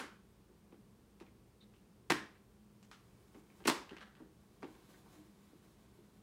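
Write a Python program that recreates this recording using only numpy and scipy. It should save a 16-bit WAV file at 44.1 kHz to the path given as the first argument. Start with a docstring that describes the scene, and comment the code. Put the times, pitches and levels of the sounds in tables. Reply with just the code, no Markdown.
"""A hollow plastic toy mower, handled by a toddler on living-room carpet a few steps away.
A hand slaps its top, fingers tick and squeak on it, the deck drops back on its wheels and rattles.
Each blow is a clack of the thin shell plus a thump of the flexing deck. The handle joint snaps and
creaks, then the wheels roll slowly over the pile. The room hums faintly and answers each clack."""
import sys
import numpy as np
from scipy import signal
from scipy.fft import rfft, irfft
from scipy.io import wavfile

SR = 44100
rng = np.random.default_rng(int(sys.argv[2]) if len(sys.argv) > 2 else 0)


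def wav_record(signal):
    """Record a signal, one row per channel, as 16-bit PCM in the file named by sys.argv[1]."""
    frames = np.transpose(np.atleast_2d(signal))
    bounded = np.clip(frames, -1, 1)
    # unit amplitude maps onto the largest positive 16-bit level
    quanta = np.round(bounded * 32767).astype(np.int16)
    wavfile.write(sys.argv[1], SR, quanta)


N = 274504
HIT_SAMPLES = SR * 2 // 5

# Spectra. Each row: frequency in Hz, relative level in dB.
CLACK_SPECTRUM = [(40, -24.5), (110, -14.5), (240, -2), (490, -3), (700, -6), (1000, -2.5), (1900, -2),
                  (3000, -3.5), (5500, -7.5), (6900, -9.5), (7700, -10), (8600, -11), (12000, -15.5),
                  (16000, -22)]  # plastic on plastic
DECK_PUSH_SPECTRUM = [(40, -25), (100, -14), (140, -18), (215, 1), (290, 6), (400, 2), (600, -12.5),
                      (1200, -32.5), (4000, -80.5), (16000, -88)]  # whole deck giving way
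AIR_SPECTRUM = [(15, -33), (25, -28), (46, -4.5), (113, -8), (140, -8), (204, -3.5), (227, -13),
                (399, -10.5), (495, -16.5), (614, -21.5), (1110, -23.5), (1240, -26), (1750, -30),
                (9050, -37.5), (15500, -39.5)]
PILE_SPECTRUM = [(60, -2), (200, 8), (310, 8.5), (480, 3), (900, 0.5), (1700, -4.5), (2600, -6),
                 (4000, -10.5), (6500, -11), (10000, -11), (16000, -15)]
JOINT_SPECTRUM = [(100, -25), (500, 0), (1000, -1), (1700, 5), (2400, -8.5), (3300, -8), (5500, -18.5),
                  (8000, -25), (16000, -43)]
# Modes. Each row: frequency in Hz, relative level in dB, T60 in seconds.
PANEL_MODES = [(778, 7, 0.25), (928, 13.5, 0.11), (1059, 3.5, 0.38), (1142, 11.5, 0.12), (1307, -16, 0.13),
               (1590, 9, 0.14), (1716, 1.5, 0.16), (1920, -3.5, 0.04), (1905, 0, 0.067), (2550, -5, 0.18),
               (2650, 9, 0.097), (3160, -2, 0.38), (3260, 2, 0.11), (3720, -14, 0.057)]
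DECK_MODES = [(62.2, -20, 0.21), (138.5, -4.5, 0.26), (167, -3.5, 0.23), (227, -4, 0.094),
              (250, -6.5, 0.073), (312, -0.5, 0.35), (344, 4.5, 0.18), (390.3, -19, 0.97),
              (406, -12.5, 0.34), (544.5, -27.5, 0.26)]
# Room decay. Each row: frequency in Hz, T60 in seconds.
ROOM_DECAY = [(100, 0.41), (400, 0.35), (1100, 0.43), (2500, 0.37), (5000, 0.37), (8000, 0.31),
              (15000, 0.26)]
# Near surfaces. Each row: nominal delay in seconds, relative level in dB.
ROOM_ECHOES = [(.0049, -3), (.0074, -11.5), (0.0158, -11), (0.0174, -1), (.0222, -32), (0.0373, -19)]
# Opening clack, slap on top, rear then front of the dropping deck. Each row: start in seconds,
# clack level in dB, tilt in dB per octave, treble corner in Hz, part resonance in Hz,
# thump level in dB, bass cut in Hz, lead contact gap in seconds, main contact length in seconds.
HARD_BLOWS = [(-.026, -22.5, -1.5, 11000, 1460, -32, 240, .006, 0.019),
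              (2.1044, -15.5, -2.5, 16040, 1855, -20, 71.6, 0.0023, .005),
              (3.656, -29.5, -1, 4260, 2280, -23.5, 210, 0.0024, 0.052),
              (3.679, -15, 0, 9500, 950, -17.5, 257, 0.0035, .014)]
# Steel axle. Each row: start in seconds, frequency in Hz, level in dB.
AXLE_CHINKS = [(-.002, 9830, -45.5), (3.6772, 7750, -32)]
# Household drones. Each row: centre in Hz, width in Hz, level in dB.
DRONES = [(57.7, 3, -82.5), (117.6, 4.9, -75.5), (208.7, 27.5, -71), (8670, 920, -92)]
# Deck rocking. Each row: start in seconds, knock level in dB, treble corner in Hz, thump level in dB.
WHEEL_BUMPS = [(.492, -67, 1470, -50.5), (.724, -53.5, 3000, -44.5), (1.209, -48, 7000, -40),
               (3.346, -51, 3500, -40.5), (3.604, -50, 4420, -47), (3.910, -49, 5060, -36.5),
               (4.201, -52.5, 1800, -39), (4.23, -80, 1180, -52.5), (4.629, -36.5, 3863, -31.5),
               (4.752, -55, 5000, -51), (5.061, -53, 1300, -58), (5.53, -78, 2990, -46),
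               (5.986, -73, 3030, -47)]
# Fingers and loose parts. Each row: start in seconds, level in dB, contact length in seconds,
# treble corner in Hz, part resonance in Hz.
SHELL_TICKS = [(1.201, -52.5, 0.022, 8000, 2510), (1.265, -57, 0.055, 3000, 2300),
               (1.738, -59.5, .07, 4000, 2920), (1.764, -64, 0.083, 12000, 2800),
               (2.353, -57.5, 0.053, 3030, 2280), (2.828, -55, 0.074, 9900, 6900),
               (2.914, -42, 0.21, 6640, 1260), (3.502, -57, 0.11, 2940, 2330),
               (3.64, -51, 0.035, 3870, 3030)]
# Skin slides off the top; later a wheel catches.
# Each row: start in seconds, length in seconds, pitch in Hz, relative level in dB.
PLASTIC_SQUEAKS = [(1.601, 0.031, 3780, -64.5), (4.932, 0.021, 1700, -65)]
# Rolling: a nudge, then a push. Each row: time in seconds, relative level in dB.
NUDGE_LEVELS = [(3.08, -81), (3.404, -77), (3.428, -84), (3.58, -77)]
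PUSH_LEVELS = [(4.72, -76), (4.95, -71.5), (5.052, -78), (5.144, -72.5), (5.304, -80.5), (5.712, -78),
               (5.956, -81.5), (5.988, -82), (6.2, -82.5)]
# Handle joint. Each row: start in seconds, snap level in dB, relative creak level in dB.
HANDLE_SLIPS = [(3.893, -44, -54.5), (3.9668, -42.5, -56.5), (4.008, -48, -61.5), (4.152, -57, -66)]
# Dragging wheel. Each row: start in seconds, length in seconds, level in dB.
WHEEL_DRAGS = [(5.086, 0.24, -65.5)]


def amp(db):
    """Decibels to gain."""
    return 10 ** (np.asarray(db) / 20)


def unit_rms(x):
    """Scale to mean power 1."""
    return x / np.sqrt(np.mean(x ** 2) + 1e-20)


def unit_energy(x):
    """Scale to total energy 1."""
    return x / (np.linalg.norm(x) + 1e-20)


def lookup(table, hz):
    """Interpolate on a log-frequency axis."""
    table_hz, values = np.transpose(table)
    return np.interp(np.log(hz + 1), np.log(table_hz + 1), values)


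def add(mix, start_s, sound):
    """Mix in place; the start may be negative."""
    start = round(start_s * SR)
    sound = sound[max(-start, 0):]
    span = mix[max(start, 0):][:len(sound)]
    span += sound[:len(span)]


def envelope(start_s, length_s, rise_s, fall_s):
    """Trapezoid gain per sample."""
    t = np.arange(N) / SR - start_s
    return np.clip(np.minimum(t / rise_s, (length_s - t) / fall_s), 0, 1)


def colour(x, spectrum, tilt_db_oct=0, corner_hz=np.inf, size=2048):
    """Minimum-phase filter: spectrum, tilt about 2 kHz, treble roll-off."""
    hz = abs(np.fft.fftfreq(size, 1 / SR))
    octaves = np.log2(np.maximum(hz, 500) / 2000)
    gain = amp(lookup(spectrum, hz) + tilt_db_oct * octaves) / np.hypot(1, (hz / corner_hz) ** 2)
    min_phase = np.exp(np.conj(signal.hilbert(np.log(gain))))
    taps = np.fft.ifft(min_phase).real[:size // 2]
    return signal.fftconvolve(x, taps)[:len(x)]


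def narrow_noise(hz, width_hz):
    """Noise through one steep resonance."""
    detune = 2 * (np.fft.rfftfreq(N, 1 / SR) - hz) / width_hz
    return unit_rms(irfft(rfft(rng.standard_normal(N)) / (1 + detune ** 2), N))


def slips(per_s, spread_db):
    """Random stick-slip clicks of uneven size."""
    sizes = amp(spread_db * np.minimum(rng.exponential(1, N), 4))
    signs = rng.choice([-1., 1.], N)
    return unit_rms(sizes * signs * (rng.random(N) < per_s / SR))


def ring(modes, t):
    """One decaying sine per mode."""
    hz, db, t60_s = np.transpose(modes)[:, :, None]
    return amp(db - 60 * t / t60_s) * np.sin(2 * np.pi * hz * t)


def strike(modes, t):
    """Each contact point drives the modes with its own signs and strengths."""
    weights = rng.choice([-1., 1.], len(modes)) * rng.uniform(0.33, 1, len(modes))
    return unit_energy(weights @ ring(modes, t))


def room(wet_db, echoes_db=-2, build_s=0.0015):
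    """Impulse response: direct sound, near echoes, diffuse tail whose treble dies first."""
    hz, t, bands = signal.stft(rng.choice([-1., 1.], SR // 2), SR, nperseg=256)
    decay = amp(-60 * t / lookup(ROOM_DECAY, hz)[:, None])
    bands = bands * decay * (1 - np.exp(-t / build_s))
    response = amp(wet_db) * unit_energy(signal.istft(bands, SR, nperseg=256)[1])
    response[0] += 1
    for delay_s, db in ROOM_ECHOES:
        response[round(delay_s * rng.uniform(.85, 1.15) * SR)] += amp(db + echoes_db)
    return response


def reverb(x, response):
    """Pass through the room, same length."""
    return signal.oaconvolve(x, response)[:len(x)]


def contact_gain(db):
    """Gain of a contact whose energy, packed into 1 ms, has this level."""
    return amp(db) * np.sqrt(SR / 1000)


def burst(t, t60_s, size=4096):
    """The thin shell spreads a click into a dense, decaying flurry."""
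    fade = amp(-60 * t[:size] / t60_s)
    flurry = rng.standard_normal(size) * fade
    for _ in range(3):
        whitened = irfft(np.exp(1j * np.angle(rfft(flurry))), size)
        flurry = whitened * fade ** .25
    return np.pad(unit_energy(flurry), (0, len(t) - size))


def shell_clack(db, contact_s, tilt_db_oct, corner_hz, part_hz):
    """Contact snap, loose-part chatter and panel ring, lifted at the struck part's resonance."""
    t = np.arange(HIT_SAMPLES) / SR
    response = room(wet_db=-1.5, echoes_db=-2.5)
    snap = reverb(burst(t, contact_s), response)
    chatter = amp(-2) * burst(t, t60_s=0.015)
    panels = amp(-12) * strike(PANEL_MODES, t)
    clack = snap + chatter + panels
    resonance = signal.iirpeak(part_hz, Q=5.2, fs=SR)
    clack += amp(4) * signal.lfilter(*resonance, clack)
    return contact_gain(db) * unit_energy(colour(clack, CLACK_SPECTRUM, tilt_db_oct, corner_hz))


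def deck_thump(db, bass_cut_hz, flex_s=0.00033):
    """The hollow deck gives way as a whole, then its modes ring on."""
    t = np.arange(HIT_SAMPLES) / SR
    push = unit_energy(colour(room(wet_db=-1)[:len(t)], DECK_PUSH_SPECTRUM))
    ringing = amp(-2) * strike(DECK_MODES, t) * (1 - np.exp(-t / flex_s))
    bass_cut = signal.butter(2, bass_cut_hz, "high", fs=SR)
    return contact_gain(db) * unit_energy(signal.lfilter(*bass_cut, push + ringing))


def blows(glance_ratio=1.7, scatter_oct=0.95):
    """Edges touch, weak and bright; the full weight lands; the shell rebounds, ever weaker and duller."""
    out = np.zeros(N)
    for start_s, db, tilt_db_oct, corner_hz, part_hz, thump_db, cut_hz, gap_s, contact_s in HARD_BLOWS:
        add(out, start_s, shell_clack(db, contact_s, tilt_db_oct, corner_hz, part_hz))
        add(out, start_s, deck_thump(thump_db, cut_hz))
        leads = [(-k * gap_s, db - 7 * k, tilt_db_oct + 1.5 * k, 3.6 * corner_hz) for k in (1, 2)]
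        rebounds = [(k * gap_s * 1.8, db - 5.5 - 4.5 * k, tilt_db_oct - 1.5 * k, corner_hz)
                    for k in (1, 2, 3, 4)]
        for delay_s, glance_db, slope_db_oct, treble_hz in leads + rebounds:
            other_part_hz = part_hz * 2 ** (scatter_oct * rng.uniform(-1, 1))
            glance = shell_clack(glance_db, contact_s * glance_ratio, slope_db_oct, treble_hz, other_part_hz)
            add(out, start_s + delay_s, glance)
    return out


def axle_chinks(t60_s=0.011):
    """A jolted steel axle rings briefly in its seat."""
    out, t = np.zeros(N), np.arange(SR // 2) / SR
    for start_s, hz, db in AXLE_CHINKS:
        chink = reverb(ring([(hz, 0, t60_s)], t)[0], room(wet_db=-7))
        add(out, start_s, contact_gain(db) * unit_energy(chink))
    return out


def room_tone(air_db=-66):
    """Steady rumble, hiss and household drones."""
    air = amp(air_db) * unit_rms(colour(rng.standard_normal(N), AIR_SPECTRUM, size=16384))
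    return air + sum(amp(db) * narrow_noise(hz, width_hz) for hz, width_hz, db in DRONES)


def wheel_bumps(contact_s=0.029, tilt_db_oct=-3, lead_s=0.006, lag_s=0.00293):
    """A wheel takes up its play, knocks at the axle, then the deck thumps."""
    out = np.zeros(N)
    for start_s, db, corner_hz, thump_db in WHEEL_BUMPS:
        add(out, start_s - lead_s, shell_clack(db - 11, contact_s, tilt_db_oct, corner_hz, part_hz=1100))
        add(out, start_s, shell_clack(db, contact_s, tilt_db_oct, corner_hz, part_hz=840))
        add(out, start_s + lag_s, deck_thump(thump_db, bass_cut_hz=190))
    return out


def shell_ticks(tilt_db_oct=0.5):
    """Light sliding touches, too weak to move the deck."""
    out = np.zeros(N)
    for start_s, db, contact_s, corner_hz, part_hz in SHELL_TICKS:
        add(out, start_s, shell_clack(db, contact_s, tilt_db_oct, corner_hz, part_hz))
    return out


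def squeaks():
    """Friction on smooth plastic: a thin squeak with a little scrape."""
    clicks = slips(per_s=390, spread_db=8.5)
    scrape = amp(-7) * unit_rms(colour(clicks, CLACK_SPECTRUM, tilt_db_oct=1, corner_hz=4470))
    out = np.zeros(N)
    for start_s, length_s, hz, db in PLASTIC_SQUEAKS:
        gain = amp(db) * envelope(start_s, length_s, rise_s=0.01, fall_s=0.006)
        out += gain * (narrow_noise(hz, width_hz=600) + scrape)
    return amp(-4) * reverb(out, room(wet_db=-8))


def roll_gain(levels, coast_db_per_s=26.5):
    """Gain per sample, coasting away before and after the table."""
    t = np.arange(N) / SR
    times_s, db = np.transpose(levels)
    outside_s = abs(t - np.clip(t, times_s[0], times_s[-1]))
    return amp(np.interp(t, times_s, db) - coast_db_per_s * outside_s)


def wheel_roll(pile_db=6.5, hubs_db=-7):
    """Carpet fibres flick past the hollow wheels; under the push the hubs rub too."""
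    fibres = colour(slips(per_s=2400, spread_db=6.5), PILE_SPECTRUM)
    pile = unit_rms(reverb(fibres, room(wet_db=7)))
    hubs = narrow_noise(hz=3840, width_hz=1900)
    nudge, push = roll_gain(NUDGE_LEVELS), roll_gain(PUSH_LEVELS)
    return amp(pile_db) * np.maximum(nudge, push) * pile + amp(hubs_db) * push * hubs


def handle_joint(creak_t60_s=0.35):
    """The stiff joint snaps under load, then creaks in small, fading slips."""
    t, snaps, load = np.arange(SR) / SR, np.zeros(N), np.zeros(N)
    for start_s, snap_db, creak_db in HANDLE_SLIPS:
        snap = shell_clack(snap_db, contact_s=0.02, tilt_db_oct=0, corner_hz=3800, part_hz=2960)
        add(snaps, start_s, snap)
        add(load, start_s, amp(creak_db - 60 * t / creak_t60_s))
    creak = unit_rms(colour(slips(per_s=220, spread_db=-0.5), JOINT_SPECTRUM))
    return snaps + amp(-4) * reverb(load * creak, room(wet_db=-6))


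def wheel_judder(edge_s=0.028):
    """A dragging wheel sets the deck humming."""
    drag = sum(amp(db) * envelope(start_s, length_s, edge_s, edge_s)
               for start_s, length_s, db in WHEEL_DRAGS)
    return drag * narrow_noise(hz=308.6, width_hz=9.1)


def scene():
    """Mono sum at one microphone."""
    impacts = blows() + axle_chinks() + wheel_bumps() + shell_ticks()
    friction = wheel_roll() + wheel_judder() + handle_joint() + squeaks()
    return (impacts + friction + room_tone())[None]


def record(dry, low_hz=32, high_hz=15900):
    """Microphone bass roll-off, then a steep treble limit."""
    thinned = signal.sosfilt(signal.butter(3, low_hz, "high", fs=SR, output="sos"), dry)
    low_pass = signal.firwin(255, high_hz, window=("kaiser", 8), fs=SR)
    return signal.oaconvolve(thinned, low_pass[None], "same")


dry = scene()
out = record(dry)
wav_record(out)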